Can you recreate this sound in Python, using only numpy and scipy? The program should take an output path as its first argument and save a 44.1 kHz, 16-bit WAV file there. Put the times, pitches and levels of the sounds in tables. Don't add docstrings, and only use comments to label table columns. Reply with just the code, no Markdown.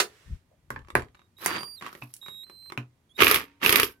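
import sys
import numpy as np
from scipy import signal
from scipy.fft import rfft, irfft, next_fast_len
from scipy.io import wavfile
from scipy.ndimage import uniform_filter1d, map_coordinates

SR = 44100
rng = np.random.default_rng(int(sys.argv[2]) if len(sys.argv) > 2 else 0)


def digitize_waveform(pressure):
    field = np.atleast_2d(pressure).T
    bounded = np.clip(field, -1, 1)
    quanta = np.round(bounded * 32767).astype(np.int16)
    wavfile.write(sys.argv[1], SR, quanta)


N = 176400

# t/s, clang level/dB, crack level/dB
BLOWS = [(3.2039, -12.5, -35.5), (3.2143, -16, -23.5), (3.2205, -5, -23), (3.2328, -9, -23.5),
         (3.2443, -15.5, -16), (3.268, -9.5, -28.5), (3.2803, -13.5, -18), (3.3119, -10.5, -12),
         (3.3435, -14, -16.5), (3.359, -16.5, -21), (3.648, -15, -25.5), (3.661, -11.5, -16),
         (3.693, -11.5, -15), (3.705, -26.5, -19.5), (3.725, -11.5, -14), (3.7573, -9, -11.5),
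         (3.7981, -9.5, -14.5), (3.831, -14, -17.5)]
# f/Hz, relative level/dB
CRACK_COLOUR = [(3000, -5), (4800, -2), (7500, -11.5), (11500, 0.5), (12400, 4.5), (13400, 0), (15600, -8)]
# f/Hz, relative level/dB
TICK_COLOUR = [(130, -7), (400, -5.5), (700, -13), (1150, -0.5), (2500, -9.5), (4200, -18.5), (8000, -28)]
# f/Hz, relative level/dB
CLANK_COLOUR = [(250, -10.5), (420, 0), (700, -8.5), (1750, -2), (6500, -12), (14000, -19.5)]

TICK_T60 = 0.016
BLOW_RISE_S = 0.0005
BUMP_T60 = 0.11
FLUTTER_PER_S = 150


def amp(db):
    return 10 ** (np.asarray(db) / 20)


def unit(x):
    return x / np.sqrt(np.mean(x ** 2) + 1e-20)


def along(points, hz):
    f, v = np.transpose(points)
    return np.interp(np.log(hz + 1), np.log(f + 1), v)


def level(rows):
    rows = np.array(rows)
    db = np.interp(np.arange(N) / SR, rows[:, 0], rows[:, -1], left=-150, right=-150)
    return amp(db)


def wobble(rate):
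    points = rng.standard_normal(int(N * rate / SR) + 4)
    return map_coordinates(points, [np.arange(N) * rate / SR])


def add(track, s, sound):
    i = max(0, round(s * SR))
    track[i:i + len(sound)] += sound[:max(0, N - i)]


def spread(pair):
    # f/Hz, left-right likeness (1 = the same)
    alike = [(300, 0.92), (600, 0.45), (1300, 0.14), (4000, 0.07)]
    # f/Hz, left minus right/dB
    balance = [(50, 6.5), (130, 0.5), (500, 0), (2200, -5.5), (9000, -3.5)]
    m = next_fast_len(pair.shape[1] + 4096)
    hz = np.fft.rfftfreq(m, 1 / SR)
    turn = np.arccos(np.clip(along(alike, hz), -1, 1)) / 2
    mid, side = rfft(pair, m) * [np.cos(turn), np.sin(turn)]
    lean = along(balance, hz) / 2
    left_right = np.array([mid + side, mid - side]) * amp([lean, -lean])
    return irfft(left_right, m)[:, :pair.shape[1]]


def excite(envelope, colour):
    ripple_db, ripple_hz = 2, 50.07
    m = 2 * next_fast_len(N // 2 + 8192)
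    hz = np.fft.rfftfreq(m, 1 / SR)
    low_cut = np.hypot(1, (colour[0][0] / (hz + 1)) ** 2)
    high_cut = np.hypot(1, (hz / colour[-1][0]) ** 4)
    gain = amp(along(colour, hz)) / low_cut / high_cut
    ripple = map_coordinates(rng.standard_normal(SR), [hz / ripple_hz], mode="mirror")
    gain = gain * amp(ripple_db * ripple * hz / (hz + 500))
    cepstrum = irfft(np.log(np.maximum(unit(gain), 1e-6)))
    cepstrum[1:m // 2] *= 2
    cepstrum[m // 2 + 1:] = 0
    body = np.exp(rfft(cepstrum))
    noise = envelope * rng.standard_normal((2, N))
    return spread(irfft(rfft(noise, m) * body, m)[:, :N])


def bursts(rows, rise=0.000085):
    power, t = np.zeros(N), np.arange(SR // 5) / SR
    for s, db, t60 in rows:
        shape = amp(-60 * t / t60) * (1 - np.exp(-t / rise))
        add(power, s, (amp(db) * shape / shape.max()) ** 2)
    return np.sqrt(power)


def ring(hits, modes, rise):
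    track, t = np.zeros(N), np.arange(SR * 3 // 4) / SR
    for s, db in hits:
        tones = 0
        for hz, mode_db, t60 in modes:
            fade = amp(mode_db + rng.standard_normal() - 60 * t / t60)
            tones = tones + fade * np.sin(2 * np.pi * (hz * t + rng.random()))
        add(track, s, amp(db) * tones * (1 - np.exp(-t / rise)))
    return track


def room(x, wet_db):
    # f/Hz, t60/s
    decay = [(200, 0.25), (2000, 0.12), (14000, .15)]
    hz, t, z = signal.stft(rng.standard_normal((2, SR // 2)), SR, nperseg=256)
    fade = amp(-60 * t / along(decay, hz)[:, None])
    tail = signal.istft(z * fade, SR, nperseg=256)[1]
    tail = tail / np.linalg.norm(tail[0])
    tail = spread(np.pad(tail, ((0, 0), (SR // 300, 0))))
    mono = x.sum(0)[None] / np.sqrt(2)
    return x + amp(wet_db) * signal.fftconvolve(mono, tail, axes=1)[:, :N]


def band(hz):
    width = 1.3
    return [(hz / width, -16), (hz, 0), (hz * width, -16)]


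def workshop_air():
    # f/Hz, relative level/dB
    colour = [(80, 3), (400, -14), (5000, -30.5), (15000, -34.5)]
    return excite(amp(-68), colour)


def hands():
    # t/s, level/dB
    glove = [(0, -59.5), (.35, -63.5), (.48, -94.5)]
    # t/s, level/dB
    palm = [(.25, -58), (.32, -31), (.42, -77), (.6, -78.5), (.75, -48.5), (.92, -63.5), (.97, -38.5),
            (1.15, -70)]
    # f/Hz, relative level/dB
    palm_colour = [(35, -1), (80, 0), (200, -17)]
    # t/s, level/dB, t60/s
    nudge = [(.505, -63.5, BUMP_T60)]
    bump = excite(bursts(nudge, rise=0.026), band(600))
    return excite(level(palm), palm_colour) + excite(level(glove), CLANK_COLOUR) + bump


def play():
    first_s, last_s, per_s = 0.77, 2.85, 22
    middle_db, scatter_db = -55, 4
    times = np.arange(first_s, last_s, 1 / per_s)
    chance = rng.standard_normal((len(times), 2))
    rows = [(s + late / per_s, middle_db + scatter_db * size, TICK_T60)
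            for s, (late, size) in zip(times, chance)]
    return bursts(rows)


def socket():
    # t/s, clack level/dB, crack level/dB, thud level/dB, t60/s, ring f/Hz
    knocks = [(0.704, -25, -38, -34, 0.011, 1500), (0.7606, -32.5, -67, -38.5, 0.019, 1760),
              (0.9526, -9, -23, -25, 0.0083, 1600), (1.4606, -20, -14.5, -71, 0.017, 1930),
              (2.0221, -35.5, -66, -32.5, 0.012, 2550), (2.7757, -24.5, -41, -23.5, 0.0092, 2570)]
    # t/s, level/dB
    light_ticks = [(0.791, -46), (0.8849, -44), (0.9025, -35), (0.9946, -35), (1.0212, -36), (1.151, -48),
                   (1.6078, -29.5), (1.6318, -29.5), (1.8109, -36.5), (1.823, -31), (1.864, -29.5),
                   (1.928, -39), (1.9509, -36), (2.262, -39.5), (2.2829, -33.5), (2.4974, -39),
                   (2.7006, -40), (2.7214, -30.5)]
    # t/s, level/dB
    clicks = [(2.139, -33.5), (2.1654, -41)]
    # t/s, level/dB, t60/s
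    clanks = [(.001, -14, 0.063)]
    # f/Hz, relative level/dB
    clack_colour = [(160, -2.5), (900, 3.5), (1900, 1), (3000, -12), (7000, -32)]
    snap_colour = [(2500, -10), (4500, -6.5), (10000, 2), (15600, -7)]
    # f/Hz, relative level/dB, t60/s
    shaft_modes = [(436, -14.5, 0.034), (1052, -8, .03), (1710, -28.5, 0.13)]
    # f/Hz, relative level/dB, t60/s
    case_modes = [(124, -2, 0.23), (163, -3, 0.04), (235, -5.5, .14), (290, -8.5, 0.16)]
    ring_db, rattle_db, tick_snap_db = 3, -24.5, -18.5
    rattle_t60, rattle_rough_db = 0.17, 1.5

    hits = [(s, db) for s, db, *_ in knocks]
    clack = excite(bursts([(s, db, t60) for s, db, _, _, t60, _ in knocks]), clack_colour)
    clank = excite(bursts(clanks), CLANK_COLOUR)
    steel = sum(excite(bursts([(s, db + ring_db, t60)]), band(hz))
                for s, db, _, _, t60, hz in knocks)
    shaft = ring(hits, shaft_modes, rise=BLOW_RISE_S)
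    rattle = bursts([(s, db + rattle_db, rattle_t60) for s, db in hits])
    rattle = rattle * amp(rattle_rough_db * wobble(FLUTTER_PER_S))
    tick_envelope = bursts([(s, db, TICK_T60) for s, db in light_ticks])
    ticks = excite(tick_envelope + rattle + play(), TICK_COLOUR)
    snaps = [(s, db, t60) for s, _, db, _, t60, _ in knocks]
    snaps += [(s, db + tick_snap_db, TICK_T60) for s, db in light_ticks]
    snaps += [(s, db, TICK_T60) for s, db in clicks]
    snap = excite(bursts(snaps), snap_colour)
    thud = ring([(s, db) for s, _, _, db, *_ in knocks], case_modes, rise=0.009)
    return room(clack + clank + steel + shaft + ticks + snap, wet_db=-6.5) + thud


def whine():
    # start t/s, end t/s, pitch f/Hz, first level/dB, last level/dB
    step_rows = [(1.17, 1.27, 3766, -71.5, -77.5), (1.368, 1.408, 3820, -58, -56.5),
                 (1.396, 1.456, 3995, -65, -52), (1.449, 1.576, 4710, -46.5, -42),
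                 (1.581, 1.762, 4743, -40, -46), (1.764, 1.781, 4170, -53, -46.5),
                 (1.782, 1.804, 3790, -46, -56), (2.215, 2.447, 3799, -45.5, -44),
                 (2.439, 2.705, 4109, -57, -46.5)]
    # t/s, pitch f/Hz, level/dB
    spin_up = [(3.093, 3190, -70.5), (3.12, 3420, -59), (3.135, 3500, -79), (3.155, 3750, -59),
               (3.17, 3800, -43)]
    # f/Hz, level/dB
    colour = [(4800, -2), (7200, -25.5), (9500, -13.5), (15500, -22)]
    waver, drift = 0.0016, 0.002
    flutter_db, pan_db = 0.2, -10

    t, steps, glide = np.arange(N) / SR, np.array(step_rows), np.array(spin_up)
    step_now = np.clip(np.searchsorted(np.sort(steps[:, 0]), t) - 1, 0, None)
    pitch = np.where(t < glide[0, 0], steps[step_now, 2], np.interp(t, glide[:, 0], glide[:, 1]))
    step_gains = [level([(a, first), (b, last)]) for a, b, _, first, last in step_rows]
    gain = np.max(step_gains, axis=0) + level(spin_up)
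    unsteady = 1 + waver * wobble(59) + drift * wobble(7)
    phase = 2 * np.pi * np.cumsum(uniform_filter1d(pitch, size=300) * unsteady) / SR
    tone = 0
    for k in range(1, 4):
        flutter = flutter_db * np.array([wobble(20) for side in "LR"])
        tone = tone + amp(along(colour, k * pitch) + k * flutter) * np.sin(k * phase)
    pan = amp([[pan_db / 2], [-pan_db / 2]])
    return np.sqrt(2) * uniform_filter1d(gain, size=130) * tone * pan


def motor():
    # t/s, level/dB
    gear_runs = [
        [(1.39, -68), (1.412, -43), (1.45, -39.5), (1.48, -30.5), (1.57, -30.5), (1.61, -43.5), (1.66, -68),
         (1.805, -69.5), (1.815, -46.5), (1.87, -39.5), (1.91, -52.5), (2.06, -72.5)],
        [(3.16, -74.5), (3.192, -24), (3.218, -15.5), (3.25, -23), (3.36, -24.5), (3.43, -42), (3.47, -57.5),
         (3.595, -72), (3.612, -48.5), (3.631, -25), (3.80, -22.5), (3.90, -48.5), (3.97, -75)],
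    ]
    # t/s, level/dB
    air_runs = [
        [(1.38, -56), (1.455, -41), (1.472, -55), (1.52, -48), (1.66, -79), (1.87, -59.5), (2.28, -65.5),
         (2.42, -81)],
        [(3.15, -68), (3.22, -30), (3.33, -26), (3.43, -52), (3.52, -91)],
        [(3.60, -79), (3.64, -32), (3.79, -29), (3.86, -37), (3.98, -85.5)],
    ]
    # f/Hz, relative level/dB
    gear_colour = [(110, -12.5), (250, -3), (420, -1.5), (750, -14), (1150, 0.5), (1600, -4.5),
                   (2450, -1.5), (4300, -14), (8000, -27)]
    ticks_per_s, ref_db, doubling_db = 150, -32.5, 20.5
    tooth_t60, scatter_db, grind_db = 0.014, 5, -3.5
    wind_up_s, wind_up_dip = 0.012, 0.39

    slow, fast = (level(run) for run in gear_runs)
    rate = ticks_per_s * 2 ** ((20 * np.log10(slow + fast) - ref_db) / doubling_db)
    times = np.flatnonzero(np.diff(np.floor(np.cumsum(rate) / SR))) / SR
    scatter = scatter_db * (2 * rng.random(N) - 1)
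    teeth = 1.42 * bursts([(s, db, tooth_t60) for s, db in zip(times, scatter)])
    grind = np.hypot(teeth, amp(grind_db))
    t = np.arange(N) / SR
    ramps = [np.interp(t, [s - wind_up_s, s], [0, 1], right=0) for s, *_ in BLOWS]
    ease = 1 - wind_up_dip * np.max(ramps, axis=0)
    flutter = amp(4 * wobble(FLUTTER_PER_S))
    hiss = sum(level(run) for run in air_runs) * np.sqrt(grind) * flutter
    slow_gears = excite(slow * grind, TICK_COLOUR)
    fast_gears = excite(fast * grind * ease, gear_colour)
    return room(slow_gears + fast_gears + excite(hiss * ease, CRACK_COLOUR), wet_db=-15.5)


def hammer():
    # f/Hz, relative level/dB
    clang_colour = [(70, -7), (187, -18), (420, -3.5), (795, -27.5), (1270, -2), (1530, -7.5), (2500, -1),
                    (3700, -9), (4400, -20), (8000, -34), (17600, -110)]
    # f/Hz, relative level/dB, t60/s
    pulley_modes = [(282.9, 8.5, 0.81), (931, -8, 1), (1540, -4.5, 0.85)]
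    pulley_db = -50.5
    clang = excite(bursts([(s, db, 0.014) for s, db, _ in BLOWS], BLOW_RISE_S), clang_colour)
    crack = excite(bursts([(s, db, 0.017) for s, _, db in BLOWS], BLOW_RISE_S), CRACK_COLOUR)
    pulley = ring([(s, db + pulley_db) for s, db, _ in BLOWS], pulley_modes, rise=0.001)
    return room(clang + crack, wet_db=-11.5) + pulley


def scene():
    return workshop_air() + hands() + socket() + whine() + motor() + hammer()


def record(dry):
    top_hz = 16000
    x = dry / (1 + np.abs(dry) ** 6) ** (1 / 6)
    m = next_fast_len(N + 8192)
    cut = np.hypot(1, (np.fft.rfftfreq(m, 1 / SR) / top_hz) ** 90)
    return irfft(rfft(x, m) / cut, m)[:, :N]


dry = scene()
out = record(dry)
digitize_waveform(out)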